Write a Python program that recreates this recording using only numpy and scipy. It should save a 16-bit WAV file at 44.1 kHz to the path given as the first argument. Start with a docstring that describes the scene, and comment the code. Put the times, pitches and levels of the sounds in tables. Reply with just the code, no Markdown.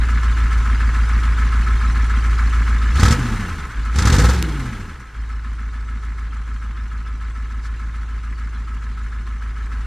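"""A deep, loping boom comes first: a diesel V8 idling outdoors, heard from under the truck and revved twice.
The boom is a tone at the firing rate, made uneven by its cylinders; noise bursts for knocks and ticks ring the
engine at the same places of every cycle. Under throttle, filtered impulses blast from the pipe and shaped noise
hisses; then the engine coasts down on wavering tones and a thin sigh of air.
The blasts push the recorder's gain down and it stays there for seconds, so the last idle sounds quieter."""
import sys
import numpy as np
from scipy import signal
from scipy.fft import rfft, irfft
from scipy.io import wavfile
from scipy.ndimage import uniform_filter1d, minimum_filter1d

SR = 44100
rng = np.random.default_rng(int(sys.argv[2]) if len(sys.argv) > 2 else 0)


def transcribe(signal):
    """Save signal, clipped to [-1, 1], as a 16-bit WAV file at the path in sys.argv[1]."""
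    frames = np.atleast_2d(signal).T
    limited = np.clip(frames, -1, 1)
    pcm = np.round(limited * 32767).astype(np.int16)
    wavfile.write(sys.argv[1], SR, pcm)


N = 434826
TIME = np.arange(N) / SR


def gain_of(db):
    """Turns decibels into an amplitude factor."""
    return 10 ** (np.asarray(db) / 20)


def evened(x):
    """Brings a layer to an rms of 1."""
    return x / np.sqrt(np.mean(x ** 2) + 1e-20)


def steadied(x, size=12800):
    """Holds the rms near 1 over a few engine cycles; size is in samples."""
    return x / np.sqrt(abs(uniform_filter1d(x ** 2, size)) + 1e-12)


def curves(rows):
    """The columns of a table, joined by straight lines in time."""
    s, *columns = np.transpose(rows)
    return [np.interp(TIME, s, c) for c in columns]


def ramp(start_s, length_s):
    """Goes from 0 to 1 in a straight line."""
    return np.clip((TIME - start_s) / max(length_s, 1e-3), 0, 1)


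def wander(rate_hz):
    """Smooth chance of rms 1: noise that loses its content above rate_hz."""
    size = 2 ** 19
    spectrum = rfft(rng.standard_normal(size))
    smoothing = 1 + (np.fft.rfftfreq(size, 1 / SR) / rate_hz) ** 4
    return evened(irfft(spectrum / smoothing)[:N])


def colour(x, points, modes=(), size=8192):
    """A causal (minimum-phase) filter from a smooth spectrum with resonances on top."""
    hz = abs(np.fft.fftfreq(size, 1 / SR))
    f, db = np.transpose(points)
    gain = gain_of(np.interp(np.log(hz + 1), np.log(f), db))
    for centre, width, peak_db in modes:
        resonance = (gain_of(peak_db) ** 2 - 1) / (1 + (2 * (hz - centre) / width) ** 2)
        gain = gain * np.sqrt(1 + resonance)
    ring = np.fft.ifft(np.exp(np.conj(signal.hilbert(np.log(gain))))).real
    return signal.oaconvolve(x, ring[:size // 2])[:N]


def cut(x, hz, kind, order=4):
    """A Butterworth filter that keeps the low or the high side."""
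    sos = signal.butter(order, min(hz, SR / 2 - 1), kind, fs=SR, output="sos")
    return signal.sosfilt(sos, x)


# the governor's idle speed: start_s, speed_firings_per_s
IDLE_SPEED = [(0, 57.28), (.6, 55.4), (2.8, 55.72), (3.8, 52.61), (5.2, 54.3), (7.2, 54.32), (8, 54.72),
              (9.9, 53.37)]
# revs: opens_s, top_speed_s, back_at_idle_s, idle_fuel_returns_s, top_speed_firings_per_s,
# opening_s, closing_s, blast_db
REVS = [(2.92, 3.173, 3.736, 3.76, 130.5, .1, .045, 1), (3.914, 4.348, 5.039, 5.155, 181.7, .07, .1, 0)]
CLIMB_EASE = 1.212  # the climb eases near the top: exponent, 1 = a straight line
# the throttle starts to close this long before top speed; the governor restores fuel within CATCH_S
COAST_LEAD_S, CATCH_S = 0.046, 0.056


def engine():
    """Each rev climbs under throttle and coasts without fuel: speed, throttle 0-1, coasting 0-1, blast force."""
    idle, = curves(IDLE_SPEED)
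    speed, pull, coast, force = idle.copy(), *np.zeros((3, N))
    for opens, shuts, idles, fuelled, top, opening, closing, blast_db in REVS:
        climb = 1 - (1 - ramp(opens, shuts - opens)) ** CLIMB_EASE
        fall = 1 - ramp(shuts, idles - shuts)
        speed += (top - idle) * climb * fall
        closed = ramp(shuts - COAST_LEAD_S, closing)
        throttle = ramp(opens, opening) * (1 - closed)
        pull += throttle
        force += gain_of(blast_db) * throttle
        coast += closed * (1 - ramp(fuelled - CATCH_S / 2, CATCH_S))
    return speed, pull, coast, force


# the cylinders in firing order: lead_firing_intervals, idle_push_db, throttle_blast_db
CYLINDERS = [(0.12, 2, -1.5), (0.12, 0, -21), (0.071, 2, -14.5), (0.027, -4.5, 1.5), (0.11, -1.5, -9),
             (0.1, -3, 1), (0.12, 0.3, -6.5), (0.078, -1.9, -20.5)]


def by_cylinder(firings, values):
    """One value for each cylinder, joined smoothly round the cycle."""
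    count = len(values)
    smooth = signal.resample(values, count * count * count)
    places = np.linspace(0, count, len(smooth), endpoint=False)
    return np.interp(firings % count, places, smooth, period=count)


def strikes(firings, blows, scatter_db):
    """One impulse for each blow (place in the cycle, dB), in every cycle."""
    out = np.zeros(N)
    for place, db in blows:
        places = place + np.arange(0, firings[-1] - len(CYLINDERS), len(CYLINDERS))
        at = np.minimum(np.searchsorted(firings, places), N - 1)
        out[at] += gain_of(db + scatter_db * rng.standard_normal(N)[:len(at)])
    return out


# resonances of the exhaust pipe: pitch_hz, width_hz, level_db
PIPE_MODES = [(59.6, 75, 8.5), (123, 23, 4), (222, 39, 11.5)]
# exhaust tones while coasting: multiple_of_cycle_rate, level_db (re the firing tone, before the pipe)
COAST_TONES = [(2, -16), (3, -1), (4, -18), (5, -10), (7, -22), (11, -22), (13, -25.5), (14, -21),
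               (15, -19.5), (16, -10.5), (17, -13), (18, -18.5), (21, -24)]
COAST_ROUGH = .36  # how much the exhaust tones waver while coasting, 0-1


def boom(firings, speed, coast, overtone_db=-28, coast_db=-2.5):
    """The firing tone lopes; in coasting, tones of the unequal banks swell as they cross the pipe's resonances."""
    lead, push_db, _ = np.transpose(CYLINDERS)

    def pipe(hz):
        """The pipe's gain for a tone."""
        return gain_of(sum(db / (1 + (2 * (hz - centre) / width) ** 2) for centre, width, db in PIPE_MODES))

    lope = gain_of(by_cylinder(firings, push_db)) * (1 + .04 * wander(12))
    turn = 2 * np.pi * (firings + by_cylinder(firings, lead))
    unsteady = wander(12.0)
    tone = np.cos(turn) + gain_of(overtone_db) * np.sin(2 * turn)
    out = pipe(speed) * lope * tone * (1 + coast * COAST_ROUGH / 2 * unsteady)
    for (multiple, db), (phase, shift) in zip(COAST_TONES, rng.random((len(COAST_TONES), 2))):
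        ratio = round(multiple) / len(CYLINDERS)
        waver = 1 + COAST_ROUGH * np.roll(unsteady, int(shift * N))
        size = coast * gain_of(db) * pipe(ratio * speed) * waver
        out += size * np.cos(2 * np.pi * (ratio * firings + phase))
    return np.sqrt(2) * gain_of(coast_db * coast) * out / pipe(IDLE_SPEED[1][1])


# the pipe's response to a blast: pitch_hz, level_db
BLAST_PIPE = [(20, -13.5), (40, -8.5), (60, 7.5), (80, 2.5), (105, -4.5), (135, -10), (165, -11.5),
              (195, -16), (235, -13), (300, -23), (350, -35.5), (400, -25.5), (440, -38), (490, -24),
              (600, -38.5), (900, -46), (2000, -59), (5000, -89)]
BLAST_LEAD = 0.12  # a blast leaves this many firing intervals ahead of its cylinder's place


def blasts(exhausts):
    """Under throttle each firing sends a steep pressure front down the pipe."""
    peak = abs(colour(signal.unit_impulse(N), BLAST_PIPE)).max()
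    return colour(exhausts, BLAST_PIPE) / peak


# the unevenly spaced firings of each bank thump the pipe:
# place_firing_intervals, centre_pitch_hz, width_firing_intervals, level_db (relative)
THUMPS = [(1, 113, 0.35, -2.5), (2.95, 108, 0.43, 4.5), (4.65, 108, 0.39, 0), (6, 116, 0.19, 0.5),
          (1.45, 221.6, .26, 1.5), (2.5, 222, 0.16, -6.5), (3.4, 222, 0.34, -12.5), (6.5, 222.6, 0.3, 1),
          (7.6, 215, 0.23, -6)]


def thumps(firings, scatter_db, fall):
    """Rounded bursts at the pipe's resonances, at fixed places of the cycle, give the idle its chug and gallop."""
    out = np.zeros(N)
    for place, hz, width, db in THUMPS:
        # distance from the nearest thump, in firing intervals
        away = (firings - place + len(CYLINDERS) / 2) % len(CYLINDERS) - len(CYLINDERS) / 2
        since = TIME - np.interp(firings - away, firings, TIME)
        swell = np.exp(-(away / width) ** 2 / 2)
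        out += gain_of(db) * swell * np.cos(2 * np.pi * hz * since * (1 - fall * away))
    return evened(out * gain_of(scatter_db * wander(22)))


# spectrum of the low puffs in the pipe: pitch_hz, level_db (relative)
PUFF_SPECTRUM = [(20, -14), (45, -32), (110, 0), (165, 2.5), (225, 0.5), (290, -2), (370, -6), (415, -5),
                 (445, -10.5), (485, -9.5), (600, -19.5), (900, -9.5), (2000, -75)]
COAST_PUFFS_DB = -14


def puffs(firings, pull, coast, idle_db=-25, pull_db=-17.0, opening=.1, length=0.98, steady=0.79):
    """Each exhaust valve lets out a low, turbulent puff; opening and length are in firing intervals."""
    gate = steady + np.exp(-((firings - opening) % 1) / length)
    size = (1 - pull - coast) * gain_of(idle_db)
    size = size + pull * gain_of(pull_db) + coast * gain_of(COAST_PUFFS_DB)
    return size * evened(colour(gate * rng.standard_normal(N), PUFF_SPECTRUM))


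# hard bangs in the exhaust at full throttle: start_s, crack_db, pipe_ring_db (crack relative)
BANGS = [(3.032, -5, -30), (3.064, -9, -26), (3.122, -8, -17), (3.137, -20, -19), (4.072, -7, -28),
         (4.194, -1, -8), (4.246, 1, -7), (4.293, -1, -12)]
# spectrum of their crack: pitch_hz, level_db (relative)
BANG_SPECTRUM = [(60, -11), (150, 0.5), (300, -11), (490, -16), (640, -10), (1000, -2.5), (1350, 8.5),
                 (2200, -9), (5000, -28)]


def bangs(decay_s=0.0039, turbulence=0.55, spike=0.85, spike_s=0.00074, ring_hz=486, ring_s=.012):
    """The fiercest firings crack, a pressure spike in a burst of noise, and leave the pipe ringing hollowly."""
    noise, t = rng.standard_normal(N), TIME[:4096]
    burst, ring = np.zeros((2, N))
    for s, crack_db, ring_db in BANGS:
        part = slice(round(s * SR), round(s * SR) + len(t))
        crack = turbulence * noise[part] * np.exp(-t / decay_s) - spike * np.exp(-t / spike_s)
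        burst[part] += gain_of(crack_db) * crack
        ring[part] -= gain_of(ring_db) * np.exp(-t / ring_s) * np.sin(2 * np.pi * ring_hz * t)
    return colour(burst, BANG_SPECTRUM) / np.std(colour(noise, BANG_SPECTRUM)) / 2 + ring


# the pipe's bark under throttle: pitch_hz, level_db (relative)
BARK_SPECTRUM = [(250, -10), (400, -6), (440, -1), (490, 4), (590, -17), (700, -8), (830, 5.5),
                 (1100, -1.5), (1400, 6.5), (2000, 0.5), (3000, -21.5)]
# gas rushing from the pipe: pitch_hz, level_db (relative)
RUSH_SPECTRUM = [(500, -32), (900, 7), (2500, 5.5), (4000, 7.5), (6000, 5.5), (8000, 1.5), (10000, -7.5),
                 (12000, -14.5), (14000, -24)]


def rush(exhausts, spectrum, swell_s=0.0038, steady=0.4, gust_db=1.5):
    """Each blast drags a turbulent jet of gas out of the pipe."""
    t = TIME[:2048]
    jets = evened(signal.oaconvolve(exhausts, t * np.exp(-t / swell_s))[:N])
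    gusts = gain_of(gust_db * wander(66))
    return evened(colour((steady + jets) * gusts * rng.standard_normal(N), spectrum))


# the knocks and valve clacks of one cycle:
# place_firing_intervals, low_clank_db, bright_clack_db, tick_db (relative)
KNOCKS = [(.4, -12, -1, -3), (.85, -1, 2, -4), (1.75, 0, 3, -1), (2.25, -4, 1.5, -15), (2.9, -9, -9, -3),
          (3.8, -9, -6, -10), (4.35, -4, -1, -12), (4.7, -4, -1, 0), (5.0, 2, -2, -4), (5.25, -3, 3.5, -4),
          (5.5, -12, 0, -1), (5.85, -7, 3, -1), (6.35, 0, 0, -12), (6.7, -1, -1, -5), (7.2, 1, 1, -7),
          (7.85, -6, 2, -6)]


def knocks(firings, levels_db, decay_s, bed, scatter_db, alike, jitter_s=.0003, rise_s=0.0022, size=1500):
    """Knocks return once a cycle as short bursts, partly the same each time, over a bed of loose rattle."""
    out, t = np.zeros(N + size), np.arange(size) / SR
    alike = np.clip(alike, 0, 1)
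    for place, db in zip(np.transpose(KNOCKS)[0], levels_db):
        places = place + np.arange(0, firings[-1], len(CYLINDERS))
        early, force = rng.standard_normal((2, len(places)))
        start_s = np.interp(places, firings, TIME) + jitter_s * early
        starts = np.clip(start_s * SR, 0, N).astype(int)
        same = alike * rng.standard_normal(size)
        bursts = same + np.sqrt(1 - alike ** 2) * rng.standard_normal((len(places), size))
        # a blow excites all frequencies evenly
        bursts = irfft(np.exp(1j * np.angle(rfft(bursts * np.exp(-t / decay_s)))))
        bursts *= gain_of(db + scatter_db * force)[:, None] * (1 - t / t[-1]) * (1 - np.exp(-t / rise_s))
        np.add.at(out, starts[:, None] + np.arange(size), bursts)
    return evened(out[:N]) + bed * rng.standard_normal(N)


# colour of the engine's metal: pitch_hz, level_db (relative)
METAL_SPECTRUM = [(300, -19), (600, -31), (760, -20), (1000, -5.5), (1350, -1), (1750, -3.5), (2150, -2.5),
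                  (2650, -15), (3500, -35), (5000, -45), (9000, -49)]
# its resonances: pitch_hz, width_hz, level_db
METAL_MODES = [(786, 35, 6.5), (1055.5, 20, 8.5), (1206, 6.1, 8.5), (1302, 24, 9), (1470, 43, 6),
               (1627, 39, 6), (1735, 35, 7.5), (1773, 20, -9.5), (2845, 22, 2), (3810, 21, 5.5),
               (4150, 47, 6.5), (4450, 48, 3.5), (5910, 36, 4.5), (7100, 110, 2)]


def clatter(firings, split_hz=1450, clack_db=0):
    """Combustion knock and loose parts ring the block and its covers."""
    _, low_db, high_db, _ = np.transpose(KNOCKS)
    clank = knocks(firings, low_db, decay_s=.011, bed=.7, scatter_db=.8, alike=.7)
    clack = knocks(firings, high_db, decay_s=.007, bed=.5, scatter_db=2, alike=.7)
    blows = cut(clank, split_hz, "low", order=8)
    blows = blows + gain_of(clack_db) * cut(clack, split_hz, "high", order=8)
    return steadied(colour(blows, METAL_SPECTRUM, METAL_MODES))


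# the hardest knocks of a cycle ring steel covers:
# place_firing_intervals, pitch_hz, swell_s, level_db (relative)
COVER_RINGS = [(4.92, 1304, .005, 0), (6.4, 1304, .005, -7.5), (7.13, 1304, .0045, -2.5),
               (5.25, 1700, .0026, -2.5), (7.26, 1700, .0024, -4.5), (7.87, 1700, .0024, -9)]


def cover(firings, level_db=-5):
    """Hard knocks ring the steel covers, a low stroke and a higher partner; each swells quickly and dies away."""
    t, out = TIME[:2048], np.zeros(N)
    for place, hz, swell_s, db in COVER_RINGS:
        ring = t / swell_s * np.exp(-t / swell_s) * np.sin(2 * np.pi * hz * t)
        out += signal.oaconvolve(strikes(firings, [(place, db)], scatter_db=.7), ring)[:N]
    return gain_of(level_db) * evened(out)


# injector and valve ticks: pitch_hz, level_db (relative)
TICK_SPECTRUM = [(1500, -4), (2600, 4.5), (3800, 0), (5000, -3.5), (6000, -3.5), (8000, -7.5),
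                 (10000, -13.5), (12000, -21.5), (14000, -22)]


def ticks(firings, split_hz=4800, loose_db=-6):
    """Injectors and valves tick softly, scattered between ground and chassis, and shake loose parts."""
    levels_db = np.transpose(KNOCKS)[3]
    middle = knocks(firings, levels_db, decay_s=.018, bed=.8, scatter_db=2, alike=.7, rise_s=.004)
    top = knocks(firings, levels_db, decay_s=.016, bed=.95, scatter_db=2.8, alike=.7, rise_s=.004)
    both = cut(middle, split_hz, "low") + cut(top, split_hz, "high")
    valves = evened(colour(both, TICK_SPECTRUM, METAL_MODES))
    return steadied(valves + gain_of(loose_db) * evened(colour(jingle(), TICK_SPECTRUM)))


def jingle(low_hz=2700, high_hz=9500, per_s=9, scatter_db=3, ring_s=0.007, count=30):
    """Small loose parts tick at random moments, each around its own pitch; per_s counts the ticks of one part."""
    t, out = TIME[:1500], np.zeros(N + 1500)
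    envelope = (1 - np.exp(-4 * t / ring_s)) * np.exp(-t / ring_s)
    for hz in np.geomspace(low_hz, high_hz, count):
        for when, size, detune in rng.random((400, 3))[:int(per_s * N / SR)]:
            ring = envelope * np.sin(2 * np.pi * hz * (.95 + .1 * detune) * t)
            out[int(when * N):][:len(t)] += gain_of(-scatter_db * np.log(size + .02)) * ring
    return evened(out[:N])


# thin hiss of air while the engine coasts: pitch_hz, level_db (relative)
SIGH_SPECTRUM = [(3000, 6), (5000, 1), (6300, 0), (7000, -2), (7800, -3), (10000, -4), (14000, -15)]


def sigh():
    """Steady turbulent noise with an airy spectrum."""
    return evened(colour(rng.standard_normal(N), SIGH_SPECTRUM))


# a sharp snap as the engine falls back, a shoe scuffing the ground:
# start_s, level_db (before the high-pass), length_s (the snap's is its decay)
SNAP, SCUFF = (4.4265, 10, .0002), (7.62, -38, .07)


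def small_sounds(snap_hz=1900, scuff_hz=3000):
    """One dry snap, a decaying spike, and one soft scuff, a swell of noise; both are high-passed."""
    s, db, length = SNAP
    snap = -gain_of(db) * (TIME >= s) * np.exp(-abs(TIME - s) / length)
    s, db, length = SCUFF
    swell = np.sin(np.pi * np.clip((TIME - s) / length, 0, 1))
    scuff = gain_of(db) * swell * evened(colour(rng.standard_normal(N), RUSH_SPECTRUM))
    return cut(snap, snap_hz, "high", order=2) + cut(scuff, scuff_hz, "high", order=2)


def spread(x, above_hz=5300, side_db=-4.8, flutter_hz=250):
    """Treble scattered under the truck reaches the two microphones differently."""
    flutter = np.sqrt(2) * np.cos(np.pi * wander(flutter_hz))
    side = gain_of(side_db) * cut(x * flutter, above_hz, "high", order=8)
    return np.array([x + side, x - side])


# layer gains: idle_db, throttle_db, throttle_rise_db_per_doubling, coast_db, coast_rise_db_per_doubling
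# (doublings of speed)
BOOM_LAW = (-14, -11.5, 6, -24.5, 10.5)
CLATTER_LAW = (-30.5, -26.5, 4.5, -31, 5)
HISS_LAW = (-46.5, -27, 0, -48, 8.5)


def loudness(law, speed, pull, coast):
    """A layer's gain follows the throttle and, off idle, grows with speed where its law has a rise."""
    idle_db, pull_db, pull_rise_db, coast_db, coast_rise_db = law
    doublings = np.log2(speed / IDLE_SPEED[0][1])
    level_db = (1 - pull - coast) * idle_db
    level_db = level_db + pull * (pull_db + pull_rise_db * doublings)
    return gain_of(level_db + coast * (coast_db + coast_rise_db * doublings))


CLEARED_DB = -1.5  # once revved clear, the engine knocks and ticks a little more softly


def scene(boom_db=0, blast_db=4, sigh_db=-1, thump_db=-21.0, clatter_db=-1.07, loaded_db=-2,
          bark_db=-5, coast_bark=0.26, ticks_db=5, rush_db=2.0):
    """Crank speed times every engine layer; fuel turns the idle into a roar or a coasting hum."""
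    speed, pull, coast, force = engine()
    low, mid, high = (loudness(law, speed, pull, coast) for law in (BOOM_LAW, CLATTER_LAW, HISS_LAW))
    _, shuts, idles, *_ = REVS[-1]
    cleared = gain_of(CLEARED_DB * ramp(shuts, idles - shuts))
    mid, high = mid * cleared, high * cleared
    firings = np.cumsum(speed) / SR  # running count of firings
    blows = [(k - BLAST_LEAD, row[2]) for k, row in enumerate(CYLINDERS)]
    exhausts = strikes(firings, blows, scatter_db=0.93)

    exhaust = gain_of(boom_db) * (1 - pull) * boom(firings, speed, coast) + puffs(firings, pull, coast)
    exhaust += gain_of(blast_db) * force * blasts(exhausts)
    exhaust += gain_of(thump_db) * (1 - pull - coast) * thumps(firings, scatter_db=1.5, fall=0.05)

    metal = gain_of(clatter_db + loaded_db * pull) * (clatter(firings) + (1 - coast) * cover(firings))
    bark = gain_of(bark_db) * (pull + coast_bark * coast) * rush(exhausts, BARK_SPECTRUM)

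    hiss = gain_of(ticks_db) * np.sqrt(1 - pull) * ticks(firings)
    hiss += gain_of(rush_db) * np.sqrt(pull) * rush(exhausts, RUSH_SPECTRUM)
    hiss += gain_of(sigh_db) * coast * sigh()
    return spread(low * exhaust + mid * (metal + bark) + high * hiss + bangs() + small_sounds())


def gain_control(x, ceiling_db=-13.5, attack_s=0.16, hold_s=5.16, recover_db_per_s=5):
    """Turns down whatever exceeds the ceiling, holds that gain for seconds, then lets it creep back."""
    keep = np.exp(-1 / (attack_s * SR))
    power = signal.lfilter([1 - keep], [1, -keep], (x ** 2).mean(0))
    over_db = np.maximum(10 * np.log10(power + 1e-12) - ceiling_db, 0)
    size = int(hold_s * SR)
    # the largest excess of the last hold_s
    held_db = -minimum_filter1d(-over_db, size, mode="constant", origin=(size - 1) // 2)
    creep_db = recover_db_per_s * TIME
    return x * gain_of(creep_db - np.maximum.accumulate(held_db + creep_db))


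EDGE_HZ = 14300  # upper band limit


def record(dry, low_cut_hz=22):
    """The microphone drops the deepest bass, gain control acts, peaks past full scale clip; then the band limit."""
    heard = signal.sosfiltfilt(signal.butter(2, low_cut_hz, "high", fs=SR, output="sos"), dry)
    edge = signal.firwin(511, EDGE_HZ, window=("kaiser", 9), fs=SR)
    return signal.oaconvolve(np.clip(gain_control(heard), -1, 1), edge[None], "same")


dry = scene()
out = record(dry)
transcribe(out)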